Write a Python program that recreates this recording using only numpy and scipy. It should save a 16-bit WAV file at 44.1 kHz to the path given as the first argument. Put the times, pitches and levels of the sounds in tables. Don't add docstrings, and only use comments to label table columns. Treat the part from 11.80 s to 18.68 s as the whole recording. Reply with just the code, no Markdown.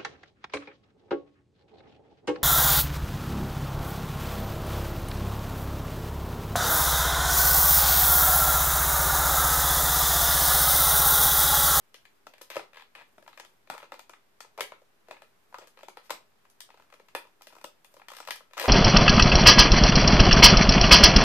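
import sys
import numpy as np
from scipy import signal
from scipy.fft import rfft, irfft, next_fast_len
from scipy.io import wavfile
from scipy.ndimage import map_coordinates

SR = 44100
rng = np.random.default_rng(int(sys.argv[2]) if len(sys.argv) > 2 else 0)


def inscribe(sig):
    pcm = np.round(np.clip(np.atleast_2d(sig).T, -1, 1) * 32767)
    wavfile.write(sys.argv[1], SR, pcm.astype(np.int16))


N = 303408


def amp(db):
    return 10 ** (np.asarray(db) / 20)


def along(points, hz):
    f, value = np.transpose(points)
    return np.interp(np.log(hz + 1), np.log(f + 1), value)


def filtered(x, response):
    size = next_fast_len(x.shape[-1] + 8192)
    return irfft(rfft(x, size) * response(np.fft.rfftfreq(size, 1 / SR)), size)[..., :x.shape[-1]]


def paired(a, b, likeness):
    turn = np.arccos(np.clip(likeness, -1, 1)) / 2
    mid, side = np.cos(turn) * a, np.sin(turn) * b
    return np.array([mid + side, mid - side])


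def noise(spectrum, likeness):
    hz = np.fft.rfftfreq(N, 1 / SR)
    white = rfft(rng.standard_normal((2, N)))
    pair = irfft(paired(*white, along(likeness, hz)) * amp(along(spectrum, hz)), N)
    return pair / pair.std()


HISS_SPECTRUM = [(20, -11), (85, -16), (117, -8), (141, -13.5), (222, -8.5), (349, -12), (400, -4.5),
                 (450, -11), (650, -10.5), (1500, -13.5), (4000, -21.5), (9000, -28), (14500, -26.5)]
HISS_LIKENESS = [(60, 0.253), (300, 0.45), (640, 0.055), (1400, 0.0088)]
def hiss():
    return amp(-68.5) * noise(HISS_SPECTRUM, HISS_LIKENESS)


FINGER_SLIDES = [(0.0, -70.5), (0.63, -72), (0.75, -87), (0.98, -89), (1.22, -70), (1.7, -65), (1.95, -88),
                 (2.97, -82.5), (3.7, -68), (4.08, -74.5), (4.23, -78.5), (5.021, -72.5), (5.65, -77),
                 (5.79, -61.5), (5.88, -85), (6.15, -59.5), (6.27, -86.5), (6.322, -68), (6.5, -88.5),
                 (6.88, -68)]
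SKIN_SPECTRUM = [(1500, -2.5), (4000, -15.5), (8000, -11.5), (13000, -9.5)]
def rustle():
    times, db = np.transpose(FINGER_SLIDES)
    catches = map_coordinates(rng.standard_normal(N // 700 + 4), [np.arange(N) / 700])
    level = np.interp(np.arange(N) / SR, times, db) - 5.5 + 2.4 * catches
    return amp(level) * noise(SKIN_SPECTRUM, likeness=[(5000, 0.11)])


def ringing(times, db, modes, rise_s, detune):
    hz, t60, level = np.transpose(modes)[:, None, :, None]
    pitch, strength, phase = rng.standard_normal((len(times), 3, len(modes), 1)).transpose(1, 0, 2, 3)
    phase = 0.238 * phase + np.pi * np.arange(len(modes))[:, None]
    t = np.arange(round(t60.max() * SR)) / SR
    decay = amp(level + 1.65 * strength - 60 * t / t60)
    tones = decay * np.sin(2 * np.pi * hz * (1 + detune * pitch) * t + phase)
    rings = tones.sum(1) * (1 - np.exp(-t / rise_s)) * amp(db)[:, None]
    at = (times * SR).astype(int)[:, None] + np.arange(len(t))
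    return np.bincount(at.ravel(), rings.ravel(), N + SR)[:N]


# f/Hz, t60/s, level/dB
WALL_MODES = [(328.75, 0.02844, -6.5), (457.5, 0.0162, 0), (586.6, 0.0168, 4), (682.3, 0.0165, -7.5)]
LID_MODES = [(765.4, 0.01391, -2.5), (980.8, 0.01708, 0), (1302, 0.016, -1), (1497.8, 0.00571, -2)]
RIM_MODES = [(1653, 0.01614, -3), (2064, 0.01032, -1), (2243.7, 0.01014, -6), (2410.7, 0.01111, -0.5)]
LIP_MODES = [(2871, 0.00911, -2), (3361, 0.00658, 0.56), (3715, 0.00867, -2), (3958, 0.004406, 2.46)]
CRACK_MODES = [(5025, 0.00279, 4), (6134, 0.00437, -1.48), (6952, 0.00295, -1.87), (8348, 0.002294, 0.45)]
FIZZ_MODES = [(9430, 0.00457, -2.5), (10410, 0.00294, 0), (12080, 0.00483, -1.5), (13230, 0.00379, 0),
              (14300, 0.00267, 2.3)]
# t/s, lid level/dB, wall/dB re lid, sharpness/dB re lid, rim emphasis/dB
BUCKLES = [(0.143, -50, -6, -6.5, 3), (0.253, -54.5, -24, -12, 7), (0.468, -37.5, -11.5, -20, -2.5),
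           (0.537, -51, -8, -13.5, 5), (0.581, -59.5, -3, -6.5, 3.5), (0.612, -41.5, -6, -22, 2),
           (0.616, -52.5, -6.5, 4.5, -6.5), (0.702, -39, -5.5, -8.5, 0.5), (0.716, -44.5, -13.5, -12.5, 3),
           (0.747, -46, -19.5, -10, 4), (0.757, -39, -2, -12.5, 1), (0.766, -25.5, -2.5, -23, 1),
           (0.794, -33, -39.5, -27.5, 0.7), (1.151, -45, -18.5, -16, 7.5), (1.381, -47.5, -3.5, -23.5, 2.5),
           (1.425, -56, 0.06, -13.5, 2), (1.463, -49, -21, -29.5, 7), (1.478, -39.5, -12.5, -23.5, 3.5),
           (1.53, -48, -24.5, -25, 10), (1.575, -43.5, -12.5, -16, 3.5), (1.598, -39, -11.5, -14.5, 4),
           (1.649, -49.5, -8.5, -11.5, 1), (1.873, -53, -5.5, -20.5, 5.5), (1.9, -24, -18.5, -25, -1),
           (1.938, -38.5, -11, -21, -5), (1.949, -35.5, -15, -28.5, -4.5), (1.979, -38, -32.5, -19.5, 0),
           (2.028, -38.5, -11, -26.5, 2.5), (2.04, -48, -4.5, -25.5, 3), (2.12, -32, -12, -26.5, 3.5),
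           (2.141, -40, -9.5, -21.5, 1), (2.193, -39.5, -20, -15.5, -1), (2.295, -42.5, -7.5, -15.5, -0.5),
           (2.335, -41, -27, -26.5, 5), (2.605, -38, -18, -12, -2), (2.647, -45.5, -13.5, -27, 4),
           (2.777, -36.5, -8, -17, -5.5), (2.786, -34, -4.5, -37.5, 8.5), (2.795, -35, -4.5, -21.5, 1),
           (2.807, -25, -7.5, -11, 2), (2.92, -35.5, -8.5, -30, 5.5), (3.018, -65, 5.5, -11, -8.5),
           (3.285, -45, 1, -22, -2.5), (3.31, -33, -9.5, -24.5, 4), (3.367, -48, -16, -29.5, 11.5),
           (3.42, -44.5, -7.5, -19, 1.5), (3.726, -48, -12.5, -26, -3), (3.743, -30.5, -20.5, -30.5, 1.07),
           (3.785, -37.5, -12, -19, -5.5), (3.872, -54, -8.5, -6.5, -4.5), (3.88, -59.5, -11, -7, -3.5),
           (3.973, -45, -13, -25.5, 5.5), (3.99, -46, -14.5, -22.5, 2), (4.009, -52.5, -15.5, -20, 7.5),
           (4.032, -42.5, -6, -19, 1.5), (4.084, -35.5, -8, -19.5, -3), (4.171, -36.5, -11.5, -21, -2),
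           (4.296, -37.5, -11.5, -23, 2), (4.305, -22.5, -13, -16.5, -3.5), (4.652, -51.5, -30, -25, 2),
           (4.7, -67, -14, 3.5, -10.5), (4.805, -47, -22, 1, -5), (4.89, -48, -14, -29, -2.5),
           (4.903, -47, -15, -23.5, 6), (4.942, -51, -7.5, -20.5, 2), (4.974, -50.5, -14, -23.5, 2.5),
           (4.998, -49, -8, -24, -0.5), (5.022, -49.5, -21.5, -26, 1), (5.101, -53, -22.5, -21.5, 1),
           (5.125, -43.5, -14, -25.5, 3.5), (5.139, -47.5, -6.5, -16, 0), (5.198, -49.5, -4.5, -22.5, 4.5),
           (5.285, -53, -26.5, -14.5, 3.5), (5.35, -23.5, -11, -19.5, 1.5), (5.451, -51.5, -10, -27, -1.2),
           (5.47, -52.5, -21.5, -21, -1.74), (5.61, -48, -17.5, -24.5, -0.5), (5.62, -50, -11, -5, -3.5),
           (5.67, -49.5, -2, -5, -0.38), (5.704, -53, -18, -20.5, -4.5), (5.725, -48, -14.5, -22, 0),
           (5.731, -51, -5.5, -19, -3), (5.752, -45.5, -16, -17.5, -8), (5.765, -45.5, -11, -24, -6),
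           (5.784, -48, -20, -19.5, 0), (5.813, -46.5, -15, -15.5, -3.5), (5.842, -34, -4.5, -13.5, -1),
           (6.046, -53.5, -13, -5.5, -1.5), (6.14, -56, 1, -5.5, -9.5), (6.167, -46.5, -5.5, -19.5, -2.5),
           (6.197, -44, -20, -28.5, 6), (6.217, -44, -21, -33.5, 10.5), (6.284, -38.5, -19, -14, 1),
           (6.302, -41, -26.5, -14.5, -7.5), (6.317, -34, -17, -20.5, -4), (6.335, -40, -32.5, -18, 0.5),
           (6.35, -51, -27, -8, 0), (6.367, -42, -17.5, -7.5, -1.23), (6.385, -42.5, -31.5, -13.5, -2),
           (6.402, -33, -16.5, -19.5, -5), (6.427, -48.5, -29.5, -20, 6), (6.451, -57, -9, -3, 2.5),
           (6.474, -36.5, -11.5, -12, -0.5), (6.485, -27.5, -16.5, -26.5, .5), (6.507, -33, -14, -6.5, 5.5),
           (6.558, -45, -19.5, -6.5, -7.5), (6.606, -45.5, -10.5, -26.5, -3), (6.71, -54, -8.5, -23.5, 3.5),
           (6.734, -41.5, -21.5, -18.5, 2.5), (6.769, -36, -14.5, -23.5, 0.35),
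           (6.778, -26, -33, -20.5, -0.5), (6.797, -30, -17, -8, 0.5), (6.814, -32.5, -3, -11.5, 3),
           (6.826, -34.5, -21.5, -8.5, -0.5), (6.841, -25.5, -7, -20.5, -3.5), (6.847, -28, -6.5, -30, -5),
           (6.856, -22.5, -18, -23, 0.5)]
def snapping_tub(slips, gain_db, parts_db, late_s=0):
    times, lid, wall, sharpness, emphasis = np.transpose(BUCKLES + slips)
    scatter_db = 1.1 * rng.standard_normal((len(times), 4)).T
    rim = 0.6505 * sharpness + 0.92 + scatter_db[0] + emphasis
    lip = 0.873 * sharpness + 0.54 + scatter_db[1] + 0.815 * emphasis
    crack = 0.919 * sharpness - 0.174 + scatter_db[2]
    fizz = 1.105 * sharpness - 0.5 + scatter_db[3]
    times = times + late_s * (1 + rng.uniform(size=len(times)))
    lid = lid + gain_db
    parts = lid + parts_db
    sound = (ringing(times, lid, LID_MODES, rise_s=0.000116, detune=0.0314)
             + ringing(times, parts + wall, WALL_MODES, rise_s=0.000533, detune=0.02875)
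             + ringing(times, parts + rim, RIM_MODES, rise_s=0.000408, detune=0.0342)
             + ringing(times, parts + lip, LIP_MODES, rise_s=0.000084, detune=0.0262)
             + ringing(times, parts + crack, CRACK_MODES, rise_s=0.000113, detune=0.036)
             + ringing(times, parts + fizz, FIZZ_MODES, rise_s=0.0001, detune=0.044))
    return filtered(sound, lambda hz: (1j * hz / (230 + 1j * hz)) ** 2)


PORT_BALANCE = [(100, 6.5), (500, 0.5), (1000, 3.5), (2000, 6), (4000, 11), (8000, 18.5), (13000, -13.5)]
def microphone_ports(x, lag_s):
    sides = np.array([[0.5], [-0.5]])
    return filtered(x, lambda hz: amp(sides * along(PORT_BALANCE, hz))
                    * np.exp(-2j * np.pi * hz * sides * lag_s))


ROOM_DECAY = [(200, 0.235), (600, 0.258), (1400, 0.257), (3700, 0.2436), (9700, 0.197)]
ROOM_LEVEL = [(80, 2), (300, -3.5), (1000, -5.5), (3000, 3.5), (8000, 7.5), (14000, 4)]
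ROOM_LIKENESS = [(200, 0.355), (600, 0.54), (1500, 0.067), (3000, 0.012)]
def room(x, delay_s):
    out, hop = np.zeros((2, N + SR)), SR // 6
    for i in range(0, N, hop):
        hz, t, spectra = signal.stft(rng.standard_normal((2, SR // 3)), SR, nperseg=256)
        t60 = along(ROOM_DECAY, hz)[:, None]
        spectra = paired(*spectra, along(ROOM_LIKENESS, hz)[:, None])
        spectra *= amp(along(ROOM_LEVEL, hz)[:, None] - 60 * t / t60)
        unit_energy = np.sqrt(6 * np.log(10) / SR / t60)
        tail = signal.istft(spectra * unit_energy, SR, nperseg=256)[1]
        wet = signal.fftconvolve(x[None, i:i + hop], tail, axes=1)
        out[:, i + round(delay_s * SR):][:, :wet.shape[1]] += wet
    return out[:, :N]


KNOCKS = [(0.253, -71), (0.766, -46), (1.38, -59), (1.899, -51), (2.118, -60.5), (2.806, -58),
          (2.917, -60.5), (3.305, -64), (4.304, -55.5), (5.343, -57), (5.839, -57), (6.481, -56),
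          (6.794, -54), (6.838, -55.5)]
BASE_MODES = [(115.4, 0.039, -1), (174, 0.0364, 0.5), (246.1, 0.0286, 5.5)]
def table_knocks():
    thuds = ringing(*np.transpose(KNOCKS), BASE_MODES, rise_s=0.002, detune=0.0448)
    return filtered(thuds, lambda hz: 1j * hz / (90 + 1j * hz))


# start t/s, end t/s, slip rate/Hz, unevenness of spacing (0-1),
# lid level/dB, wall/dB re lid, sharpness/dB re lid, rim emphasis/dB
RIM_CREAKS = [(0.729, 0.765, 171.4, 0.29, -49, -15, -16.5, 8),
              (0.796, 0.838, 154.3, .3, -56.5, -11.5, -31.5, 3.5),
              (0.932, 1.031, 79, 0.02, -47, -16, -21.5, 7.5), (1.157, 1.225, 150, .12, -49.5, -15, -26, 9),
              (1.583, 1.666, 85.3, 0.33, -54.5, -11.5, -27, 3.5),
              (1.909, 2.061, 90.4, 0.25, -48, -15.5, -24.5, 6), (3.273, 3.351, 95, 0.19, -64, -23, -24, 11),
              (3.81, 3.845, 210, .3, -55, -2.5, -20, 6), (4.233, 4.271, 282, 0.31, -68.5, -16, -4, -1.5),
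              (6.333, 6.47, 67, 0.19, -59.5, -27.5, -22.5, -1),
              (6.773, 6.88, 219.3, 0.31, -38.5, -7, -17.5, 5)]
def rim_slips(swell_db, scatter_db):
    slips = []
    for start, end, rate, unevenness, db, *timbre in RIM_CREAKS:
        spacing, size = rng.standard_normal((60, 2)).T
        gaps = np.exp(unevenness * spacing) / rate
        times = start + np.cumsum(gaps) - gaps[0]
        from_middle = 2 * (times - start) / (end - start) - 1
        levels = db - swell_db * from_middle ** 2 + scatter_db * size
        slips += [(t, level, *timbre) for t, level in zip(times, levels) if t < end]
    return slips


def scene():
    slips = rim_slips(swell_db=1.5, scatter_db=2.5)
    direct = snapping_tub(slips, gain_db=-2, parts_db=7.5) + table_knocks()
    off_table = snapping_tub(slips, gain_db=-5, parts_db=8.5, late_s=0.0011197)
    off_table_again = snapping_tub(slips, gain_db=-11.5, parts_db=13, late_s=0.0023)
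    off_wall = snapping_tub(slips, gain_db=-20, parts_db=11.5, late_s=0.0081)
    close = microphone_ports(direct + off_table + off_table_again, lag_s=85e-6)
    reverb = amp([[0.7], [-0.7]]) * room(direct, delay_s=0.006)
    return close + off_wall + reverb + hiss() + rustle()


def record(dry):
    offset, step_hz, top_hz = -0.0004, 14750, 16000
    return filtered(dry + offset, lambda hz: (amp(-25) + 1 / (1 + (hz / step_hz) ** 150)) * (hz < top_hz))


dry = scene()
out = record(dry)
inscribe(out)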